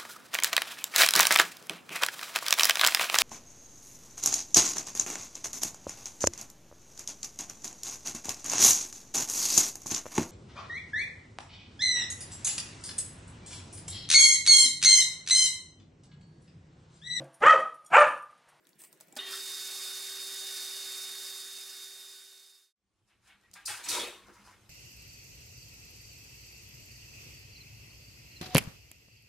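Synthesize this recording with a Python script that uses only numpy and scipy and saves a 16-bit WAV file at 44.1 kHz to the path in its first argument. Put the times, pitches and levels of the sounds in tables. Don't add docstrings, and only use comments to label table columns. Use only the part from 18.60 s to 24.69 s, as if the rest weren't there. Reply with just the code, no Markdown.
import sys
import numpy as np
from scipy import signal
from scipy.fft import rfft, irfft, next_fast_len
from scipy.io import wavfile
from scipy.ndimage import uniform_filter1d, map_coordinates

SR = 44100
rng = np.random.default_rng(int(sys.argv[2]) if len(sys.argv) > 2 else 0)


def level_to_linear(level):
    exponent = np.asarray(level, float) / 20
    return 10 ** exponent


def put_to_file(sound):
    columns = np.atleast_2d(sound).T
    safe = np.clip(columns, -1, 1)
    whole_steps = np.round(safe * 32767)
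    wavfile.write(sys.argv[1], SR, whole_steps.astype(np.int16))


N = 268693
TIME = np.arange(N) / SR
BEFORE, AFTER = (0, .6), (4.1, 6.1)  # s, the stretches before and after the cut
SWITCH_ON = .586
LEFT_RIGHT = np.array([[1], [-1]])


def unit(x):
    return x / np.sqrt(np.mean(x ** 2) + 1e-20)


def along(points, hz):
    f, v = np.transpose(points)
    return np.interp(np.log(hz + 1), np.log(f + 1), v)


def wobble(rate, size=N):
    coarse = np.arange(0, size + 32, 32)
    knots = rng.standard_normal(int(size * rate / SR) + 4)
    return np.interp(np.arange(size), coarse, map_coordinates(knots, [coarse * rate / SR]))


def filtered(x, response):
    m = next_fast_len(x.shape[-1] + 8192)
    return irfft(rfft(x, m) * response(np.fft.rfftfreq(m, 1 / SR)), m)[..., :x.shape[-1]]


def humps(peaks, hz):
    grid = np.arange(0, SR / 2, 5)
    level_db = sum(db / (1 + (2 * (grid - c) / w) ** 2) for c, w, db in peaks)
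    return np.interp(hz, grid, level_to_linear(level_db + 0 * grid))


def length(span):
    return round((span[1] - span[0]) * SR)


def placed(x, span):
    out, start = np.zeros((2, N)), round(span[0] * SR)
    out[:, start:][:, :x.shape[-1]] = x[..., :N - start]
    return out


# pitch_hz, side_over_mid_db
LATHE_WIDTH = [(60, -2), (150, -1.5), (380, -10.5), (950, -11.5), (2380, -15.5), (5980, -16.5),
               (15000, -7.5)]


def rush(span, spectrum, peaks=(), patchy_db=3.5, ripple_db=3.0, width=LATHE_WIDTH):
    z = signal.stft(rng.standard_normal((2, length(span))), nperseg=256)[2]
    field = uniform_filter1d(rng.standard_normal(z.shape[1:]), size=3, axis=0)
    field = uniform_filter1d(field, size=10, axis=1)
    pair = signal.istft(z * level_to_linear(patchy_db * unit(field)), nperseg=256)[1]
    knots = rng.standard_normal(2000)

    def colour(hz):
        ripple = ripple_db * np.interp(hz / 14, np.arange(len(knots)), knots)
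        return level_to_linear(along(spectrum, hz) + ripple) * humps(peaks, hz)

    mid, side = filtered(pair, lambda hz: colour(hz) * [1 + 0 * hz, level_to_linear(along(width, hz))])
    return placed(np.array([mid + side, mid - side]) / np.std(mid), span)


def tones(span, lines, sway_db, drift_hz, bend=1):
    out, n = 0, length(span)
    for hz, db in lines:
        turns = np.cumsum(hz * bend + drift_hz * wobble(14, size=n)) / SR
        gain = level_to_linear(db + sway_db * wobble(18, size=n))
        out = out + gain * np.sin(2 * np.pi * turns) * level_to_linear(rng.normal(0, .25) * LEFT_RIGHT)
    return placed(np.sqrt(2) * out, span)


def stroke(s, db, rise, hold, fall):
    out, first = np.zeros(N), round((s - abs(rise)) * SR)
    t = np.arange(first, min(first + SR * 3 // 4, N)) / SR - s
    gain = np.clip(1 + t / abs(rise), 0, 1) ** 2.6 * level_to_linear(db - fall * np.clip(t - hold, 0, 1))
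    out[first:first + len(t)] = gain
    return out


def contact(s, db, hz, octaves, ring_share, thud_db):
    t = np.arange(8192) / SR
    f = np.fft.rfftfreq(len(t), 1 / SR) + 1
    noise = rng.standard_normal((4, len(t)))
    bell = np.exp(-.5 * (np.log2(f / hz) / octaves) ** 2)
    band = unit(irfft(rfft(noise[0] + 0.76 * noise[2:]) * bell, len(t)))
    crack = (0.51 * level_to_linear(-60 * t / 0.0086) + .1 * level_to_linear(-60 * t / 0.16)) * band
    ring = np.clip(ring_share, 0, 1) * level_to_linear(-60 * t / 0.025) * np.sin(2 * np.pi * hz * t)
    dull = signal.butter(2, [250, 1300], "bandpass", fs=SR, output="sos")
    thud = level_to_linear(thud_db + 13.5 - 60 * t / 0.11) * signal.sosfilt(dull, noise[1])
    return placed(level_to_linear(db) * (crack + ring + thud), (s, s))


def brief_tones(rows):
    out, n = np.zeros((2, N)), SR // 4
    t = np.arange(n) / SR
    for s, hz, db, hold in rows:
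        rise = .008 + 5.99 / hz
        fall_db = 390 * np.clip(t - rise - hold, 0, 1)
        gain = np.clip(t / rise, 0, 1) ** 2 * level_to_linear(db - fall_db + 3.7 * wobble(150, size=n))
        turns = np.cumsum(hz * (1 + .009 * wobble(120, size=n))) / SR
        wave = np.sin(2 * np.pi * turns + rng.normal(0, .2) * LEFT_RIGHT)
        out += placed(gain * wave * np.sqrt(2), (s - rise, s))
    return out


# pitch_hz, level_db_per_hz
AIR_COLOUR = [
    [(120, -42.5), (200, -10), (316, 1), (519, -8.5), (635, 0.5), (836, -11), (1940, -6.5), (3370, -15.5),
     (10700, -19), (16000, -17.5)],
    [(120, -15), (200, -10), (249, -7), (519, -7), (590, -12), (647, -8.5), (1120, -11), (6880, -17.5),
     (14300, -26.5), (16000, -37)],
]
# pitch_hz, level_db_per_hz
DRONE_COLOUR = [
    [(15, -59), (25, -26.5), (102, -29), (162, -5.5), (251, -14), (343, -1), (447, -16.5), (500, -15),
     (650, -47.5), (1100, -120)],
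    [(15, -45), (25, -7), (97, -3.5), (146, -8), (193, -8.5), (257, -13.5), (292, -16), (400, -20),
     (520, -61), (880, -120)],
]
# pitch_hz, level_over_drone_db
MAINS_BUZZ = [(103, -6.5), (198, -7)]


def shop():
    wide = [(100, -9.0), (3000, -6.0), (12000, -3.0)]  # pitch_hz, side_over_mid_db
    since_start = TIME.clip(0, 1)
    air = rush(BEFORE, AIR_COLOUR[0], [(2200, 300, 2.8), (8300, 300, 3)], width=wide)
    drone = rush(BEFORE, DRONE_COLOUR[0], width=wide)
    early = level_to_linear(-73.4 + 12.5 * since_start) * air + level_to_linear(-76 + 15.5 * since_start) * drone
    late_air = rush(AFTER, AIR_COLOUR[1], patchy_db=1.8, width=wide)
    buzz = tones(AFTER, MAINS_BUZZ, sway_db=5, drift_hz=9)
    late_drone = rush(AFTER, DRONE_COLOUR[1], width=wide) + buzz
    fade_in = np.clip((TIME - 4.135) / 2.2, 0, 1)
    return early + fade_in * (level_to_linear(-66) * late_air + level_to_linear(-67) * late_drone)


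# start_s, peak_db, pitch_hz
BENCH_KNOCKS = [
    (5.6843, -43, 990),
    (5.694, -48, 1260),
    (5.793, -54, 1220),
    (5.875, -52, 1010),
    (5.911, -48, 1360),
]


def knocks():
    return sum(contact(*row, octaves=0.32, ring_share=0.49, thud_db=-15.5) for row in BENCH_KNOCKS)


# start_s, peak_db, pitch_hz
PART_TOUCHES = [(4.477, -69, 5550), (4.6778, -52, 5640), (4.8117, -61, 5500), (4.8354, -64, 5500),
                (4.914, -50, 5630), (4.9345, -48, 4500), (4.939, -37, 6500), (5.2872, -25.5, 5900),
                (5.2905, -22, 6200), (5.348, -27, 4000), (5.409, -29, 3600), (5.445, -33, 3400),
                (5.668, -56, 5400), (5.743, -60, 7500)]


def touches():
    out = 0
    for s, db, hz in PART_TOUCHES:
        thud_db = -74.5 + 0.48 * (db + 50) - db
        out = out + contact(s, db, hz, octaves=0.65, ring_share=0.11, thud_db=thud_db)
    return out


# clank_peak_s, body_db, clank_over_body_db, thump_over_body_db, rise_s
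SMEARED_BLOWS = [(4.485, -70, -9, -21, 0.045), (4.675, -60, -9.5, -24, 0.11),
                 (4.82, -70.5, -18, -12, 0.071), (4.936, -53.5, -4.5, -24, 0.0081),
                 (5.058, -41.5, 4, -22, 0.0078), (5.1, -47, 2, -26, 0.038), (5.165, -51.5, -3, -14, .03),
                 (5.243, -46, 0, -11, 0.022), (5.288, -42, 8.5, -14, 0.004),
                 (5.332, -38.5, 1.5, -6.5, 0.13), (5.389, -43, 1, -5.5, 0.053), (5.67, -67.5, -3, 2, 0.014),
                 (5.738, -66, -1.5, -12, 0.041), (5.79, -66, -6, -14, .04), (5.86, -62.5, -1.5, -15, 0.081),
                 (5.91, -70, 0.5, -9, 0.043)]
# pitch_hz, level_db_per_hz
CLANK_COLOUR = [(2800, -60), (3700, -15), (4250, -5.5), (5500, -4.5), (7500, -4.5), (11000, -9),
                (15800, -23)]
BODY_COLOUR = [(310, -42), (540, -16), (800, -3.5), (1360, -3.5), (2500, -2.5), (3600, -6.5), (4200, -8.5),
               (5200, -35.5)]
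THUMP_COLOUR = [(100, -50), (180, -20), (250, -15), (310, -1.5), (480, -4), (640, -4), (830, -33.5)]
# pitch_hz, side_over_mid_db
BLOW_WIDTH = [(60, -12), (180, -15), (550, -14), (1100, -15), (1900, -16.5), (4970, -7.5), (15000, 3)]
# pitch_hz, width_hz, level_db
PART_RESONANCES = [
    [(820, 89, -0.5), (1510, 580, 3.5), (2600, 280, 3), (3870, 120, 2), (5000, 270, 6), (7640, 200, -2),
     (8800, 250, 6)],
    [(963, 30, 9), (1255, 89, 5), (2220, 50, 3), (2550, 200, 3), (700, 110, 4), (3670, 720, 8),
     (4440, 76, 7), (4900, 50, 6.5), (5900, 120, 2), (7150, 90, 1), (8550, 120, 6)],
    [(490, 40, 15), (963, 46, 7.5), (1290, 810, 10), (2120, 73, 6), (5000, 200, 7), (5970, 1000, 5.5)],
]


def blows():
    lags_s, falls = (0, 0.023, 0.03), (133, 106, 113)
    power = np.zeros((3, N))
    for s, db, clank_db, thump_db, rise in SMEARED_BLOWS:
        lighter = 2.8 * max(-41.5 - db, 0)
        for k, over_db in enumerate((clank_db, 0, thump_db)):
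            rise_s = rise + lags_s[k] * 0.37
            power[k] += stroke(s + lags_s[k], db + over_db, rise_s, 0.013, falls[k] + lighter) ** 2
    bright, full, low = np.sqrt(power)
    grit = 0.5 * wobble(97) + 0.9 * wobble(400)
    clank = rush(AFTER, CLANK_COLOUR, patchy_db=1.0, ripple_db=1.8, width=BLOW_WIDTH)
    body = rush(AFTER, BODY_COLOUR, patchy_db=2.0, ripple_db=1.7, width=BLOW_WIDTH)
    thump = rush(AFTER, THUMP_COLOUR, [(380, 40, 2.8), (485, 25, 3)], patchy_db=2.5, ripple_db=4.0,
                 width=BLOW_WIDTH)
    struck = bright * level_to_linear(grit - 1.5) * clank + full * level_to_linear(0.52 * grit - 2.0) * body
    out = low * level_to_linear(-1.0) * thump
    start = round(AFTER[0] * SR)
    in_hand = np.searchsorted((5.23, 5.66), np.arange(start, N) / SR)
    for k, part in enumerate(PART_RESONANCES):
        out[:, start:] += filtered((in_hand == k) * struck[:, start:], lambda hz: humps(part, hz))
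    return out * level_to_linear(.3 * LEFT_RIGHT)


# full_level_s, pitch_hz, level_db, hold_s
SINGING_MODES = [(4.946, 4950, -62, .004), (4.968, 1617, -60, 0.026), (4.966, 1200, -60, 0.011),
                 (4.972, 780, -64.5, .01), (4.7, 2200, -63, 0.0091), (4.84, 1900, -73.5, .02),
                 (5.085, 1900, -53, .015), (5.09, 850, -58, .02), (4.96, 3600, -69, 0.017),
                 (5.081, 2600, -54, .04), (5.11, 109, -65.5, .03), (5.062, 9500, -49, .04),
                 (5.065, 8200, -50, 0.036), (5.24, 6850, -54, .015), (5.245, 8000, -51, .02),
                 (5.286, 5900, -44, 0.0097), (5.295, 4100, -46.5, .03), (5.292, 116, -64, .03),
                 (5.316, 3764, -41.5, 0.042), (5.351, 962, -44.5, 0.039), (5.359, 372, -50, 0.024),
                 (5.369, 311, -51, 0.046), (5.396, 3400, -44.5, 0.018), (5.411, 3700, -49, 0.031),
                 (5.4, 2516, -52, .04), (5.43, 480, -51, 0.024), (5.625, 195, -68, .04),
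                 (5.69, 205, -65, 0.014), (5.6, 1060, -72, 0.079), (5.56, 1100, -65, .03),
                 (5.1, 3400, -51, .008), (5.165, 1620, -59, .015), (5.19, 950, -62, .015),
                 (5.535, 3700, -58, .012), (5.49, 350, -57, .02), (5.805, 200, -67, .02),
                 (5.4, 215, -63, .04), (5.29, 300, -57, 0.033), (5.885, 1000, -64, .015),
                 (5.688, 353, -67.5, 0.027), (5.69, 495, -70, 0.024)]


def singing():
    return brief_tones(SINGING_MODES)


# start_s, peak_db, pitch_hz, spread_octaves, ring_share
LEVER_TICKS = [(0.045, -62, 12000, .5, 0), (0.053, -58, 4270, 0.33, .05), (.07, -48, 5000, 2, 0),
               (.091, -49, 8500, 0.64, 0), (0.131, -56.5, 4400, 0.42, 0.34), (.155, -61, 10000, .6, .1),
               (.1915, -52, 8600, .3, .3), (.1994, -53, 8500, .3, .3), (0.2182, -41.5, 8150, 0.66, 0.6),
               (0.238, -39, 7330, 1.7, 0.25), (.322, -53, 13940, .4, 0), (0.328, -41.5, 8330, 1.2, 0.24),
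               (.3746, -60, 8250, .3, .6), (0.4026, -42.5, 11000, 1.6, 0.1), (.409, -37.5, 7770, 1.3, 0.5),
               (0.472, -55, 13500, 1.2, 0.4), (0.483, -52.5, 7800, .8, .4), (0.5253, -46.5, 7650, 1.3, 1),
               (0.555, -42.5, 8200, 1.1, 0.3), (0.5653, -34, 4680, 0.95, 0.4),
               (0.57, -35.5, 8120, 1.4, 0.65)]


def levers():
    return sum(contact(*row, thud_db=-25) for row in LEVER_TICKS)


# pitch_hz, level_db_per_hz
SLIDE_COLOUR = [(880, -47.5), (1500, -18), (1700, -10), (2880, -9), (4000, -14), (6000, -15), (8320, 0),
                (10100, -6.5), (16000, -8.5)]


def lever_scrape():
    noise = rush(BEFORE, SLIDE_COLOUR, [(8450, 700, 4.4), (4670, 400, 5), (2600, 300, 3)], patchy_db=3)
    return stroke(.194, -54.5, rise=.017, hold=.05, fall=300) * level_to_linear(1.9 * wobble(120)) * noise


# (pitch_hz, level_db, fall_by_60_db_s)
CLUNK_MODES = [
    (0.565, -41, 0.0031, [(250, -4.5, .09), (615, 3, .07), (820, 3.5, .05), (1740, -4.5, .05)]),
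    (0.5886, -26.5, 0.004, [(3698, 3, 0.05), (3610, -11, .05), (2915, -9, .15), (3330, -25, .04)]),
]


def clunks():
    out, t = np.zeros((2, N)), np.arange(SR // 3) / SR
    for s, db, rise, modes in CLUNK_MODES:
        ring = sum(level_to_linear(level - 60 * t / t60) * np.sin(2 * np.pi * hz * t) for hz, level, t60 in modes)
        out += placed(level_to_linear(db) * (1 - np.exp(-t / rise)) * ring, (s, s))
    return out


# full_level_s, pitch_hz, level_db, hold_s
GEAR_SQUEAKS = [(.515, 2300, -73, .012), (.54, 800, -68, .004), (.575, 1500, -55, .01),
                (.59, 2000, -55, .006), (.594, 2915, -54, .02), (.622, 1960, -54, .012),
                (.664, 2850, -57, .004), (.681, 3690, -50, .003), (.7, 2450, -58, .006),
                (.715, 1380, -55, .006), (.733, 3680, -44, .006), (.733, 1490, -52, .006),
                (.79, 1920, -54, .006), (.777, 4900, -52, .005), (.803, 4800, -50, .005)]


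def squeaks():
    return brief_tones(GEAR_SQUEAKS)


# time_s, mesh_hz, mesh_db
MESH_CLIMB = [
    (.6, 553, -82.5),
    (.63, 700, -68),
    (.65, 797, -68),
    (.70, 1150, -60),
    (.735, 1480, -47),
    (.76, 1600, -53),
    (.79, 1880, -50.5),
    (.815, 1950, -79),
]


def gear_mesh():
    s, hz, db = np.transpose(MESH_CLIMB)
    mesh_hz, mesh_db = [np.interp(TIME, s, column, -150, -150) for column in (hz, db)]
    turns = np.cumsum(mesh_hz) / SR
    orders = (1, .76, .88)
    rough = sum((.6 + .7 * wobble(140)) * np.sin(2 * np.pi * order * turns) for order in orders)
    return level_to_linear(mesh_db - 4) * rough


# time_s, load_0_to_1
LOAD_CURVE = [
    (.586, 1),
    (.61, 0.9),
    (.65, 0.1),
    (.67, 0.84),
    (.74, 0.73),
    (.80, 0.5),
    (.835, 0),
    (.9, 0.12),
]


def motor_load():
    return np.interp(TIME, *np.transpose(LOAD_CURVE))


# pitch_hz, level_db at a load of 1.5, lost_db per unit of load below that
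STRAIN_TONES = [(1120, -62, 3), (1857, -55, 3), (2229, -66, 2), (2719, -63, 2), (2825, -58, 5),
                (3215, -51.5, 1), (3604, -49.5, 4), (3661, -58, 2), (3700, -47, 1), (3903, -63, 1),
                (3994, -63, 1), (4086, -63, 1), (4382, -57, 2), (4845, -63, 1)]


def motor_strain():
    span, load = (.5 + .05, .85), motor_load()
    straining = (TIME > SWITCH_ON) * np.clip((.784 - TIME) / .006, 0, 1)
    bend = np.interp(span[0] + np.arange(length(span)) / SR, (.715, .76), [1, 1 - .005])
    out = 0
    for hz, db, lost_db in STRAIN_TONES:
        tone = tones(span, [(hz, .3)], sway_db=1.0, drift_hz=3.0, bend=bend)
        out = out + level_to_linear(db - lost_db * (1.5 - load)) * tone
    return straining * out


# pitch_hz, level_db
GEAR_TONES = [(780, -76.5), (1485, -67.5), (1561, -72), (1669, -77), (1852, -74), (1927, -74),
              (2189, -70.5), (2238, -75), (2905, -66.5), (3295, -71), (3335, -71), (3503, -64), (3782, -69),
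              (3862, -68), (4377, -60), (4452, -62.5), (5007, -58.5), (5044, -66), (5253, -64.5),
              (5937, -61.5), (6105, -70), (6519, -66), (7004, -63.5), (7247, -64), (7418, -69.5),
              (8258, -68), (8753, -68.5), (11284, -68), (12016, -75.5)]
# pitch_hz, level_db_per_hz
HISS_COLOUR = [(1900, -36), (3200, -29.5), (3560, -12.5), (4000, -11.5), (4920, -6), (5670, -9),
               (7280, -8.5), (9500, -8.5), (11600, -11), (14000, -16), (15800, -18)]
RUMBLE_COLOUR = [(20, -39), (70, -34), (150, -32), (320, -21), (390, -20.5), (490, -27.5), (580, -23.5),
                 (780, -21), (1000, -22.5), (1500, -15.5), (3100, -15.5), (3600, -11.5), (4300, -19),
                 (5500, -44)]
# pitch_hz, width_hz, level_db
CASING_RESONANCES = [(3853, 230, -0.5), (4350, 210, 4), (4910, 360, 2.5), (7130, 400, 3), (8930, 700, 1.5),
                     (1150, 180, 4.5), (2190, 100, 1), (4530, 60, 2.5), (5065, 70, 4), (5310, 50, 4),
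                     (6200, 330, 3), (584, 36, 3.5), (1520, 55, 1),
                     (440, 15, 3.5), (522, 25, -3.5), (564, 14, 4.5), (640, 14, 1.5), (673, 10, 4.5),
                    (686, 12, -9), (705, 12, 4.5), (815, 16, 2.5), (870, 16, 2), (923, 20, 3),
                    (964, 50, -3.5), (1104, 25, 5.5), (1168, 13, 3), (1253, 30, 4), (1293, 44, -7),
                    (1320, 14, 4.5), (1480, 30, 4), (1610, 14, 5), (1615, 14, -6), (1740, 30, 5),
                    (1910, 33, 7.5), (2040, 70, -3), (2280, 30, 2), (2483, 30, 6), (2680, 24, 5.5),
                    (2740, 24, 5.5), (2970, 16, 2.5), (3060, 120, -2.5), (3210, 30, 4), (3470, 80, -3.5),
                    (3600, 24, 4), (3645, 33, 5), (3746, 18, 1.5), (4300, 40, 2), (4475, 40, 3.5),
                    (4526, 16, 3), (4610, 80, -1.5), (4760, 40, 3.5), (4820, 16, 2.5), (4950, 20, 5.5),
                    (5340, 24, 6), (5560, 50, -4)]
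# pitch_hz, left_over_right_db
LATHE_LEAN = [(60, -2.5), (180, -0.5), (550, -2), (1650, -4), (4970, -3.5), (15000, 0)]


def lathe():
    span, load = (.5, 4.15), motor_load()
    on = np.clip((TIME - SWITCH_ON) / 0.0034, 0, 1)
    speed = np.clip((TIME - .7) / 0.19, 0, 1)
    slow = np.clip((0.747 - TIME) / (0.747 - 0.56), 0, 1)
    cut_db = .5 * wobble(9)
    cutting = on * level_to_linear(-42.5 - 18.5 * slow + 1.5 * load + cut_db)
    gearbox = on * level_to_linear(-52.5 + 5 * load + 0.67 * cut_db)
    hiss_burst = stroke(.571, -41, rise=.014, hold=0, fall=900)
    rumble_burst = stroke(.571, -45, rise=.014, hold=0, fall=450)
    chatter = level_to_linear(0.34 * wobble(30.08) + 0.94 * wobble(110))
    peaks = CASING_RESONANCES
    hiss = (cutting + hiss_burst) * chatter * rush(span, HISS_COLOUR, peaks, patchy_db=1.0, ripple_db=1.7)
    rumble = (gearbox + rumble_burst) * rush(span, RUMBLE_COLOUR, peaks, patchy_db=1.5, ripple_db=.8)
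    whine_gain = level_to_linear(-46 + 3.5 * load + 0.8 * wobble(13)) * np.clip((TIME - .781) / 0.0072, 0, 1)
    whine = whine_gain * tones(span, [(3684, -.3)], sway_db=0.16, drift_hz=2.4)
    hum_gain = on * level_to_linear(-62.5 + 8 * load + .4 * wobble(10))
    hum = hum_gain * tones(span, [(389.9, -.3)], sway_db=0.3, drift_hz=0.6)
    gears = level_to_linear(43.5) * cutting * speed * tones(span, GEAR_TONES, sway_db=3, drift_hz=1.8)
    fade_out = np.clip((4.13 - TIME) / (4.13 - 2.25), 0, 1)
    sound = fade_out * (hiss + rumble + whine + hum + gears)
    return filtered(sound, lambda hz: level_to_linear(along(LATHE_LEAN, hz) * .4 * LEFT_RIGHT))


def scene():
    parts = knocks() + touches() + blows() + singing()
    starting = levers() + lever_scrape() + clunks() + squeaks() + gear_mesh() + motor_strain()
    return shop() + parts + starting + lathe()


def roll_off(x):
    return signal.sosfilt(signal.butter(12, 16620, fs=SR, output="sos"), x)


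# pitch_hz, level_db
FAINTEST_KEPT = [(5000, -138), (9700, -127), (10100, -120), (12700, -118), (12900, -110), (15800, -110)]


def record(dry):
    hz, _, z = signal.stft(dry, SR, nperseg=1024)
    power = uniform_filter1d(np.mean(abs(z) ** 2, axis=0), size=12, axis=0)
    power = uniform_filter1d(power, size=3, axis=1)
    audible = abs(power) > level_to_linear(2 * along(FAINTEST_KEPT, hz))[:, None]
    top = np.where(hz < 15870, 1, .002)
    bass = 1 / np.sqrt(1 + (19 / (hz + 10)) ** 2)
    heard = signal.istft(z * audible * (top * bass)[:, None], SR, nperseg=1024)[1][:, :N]
    return roll_off(heard)


dry = scene()
out = record(dry)
put_to_file(out)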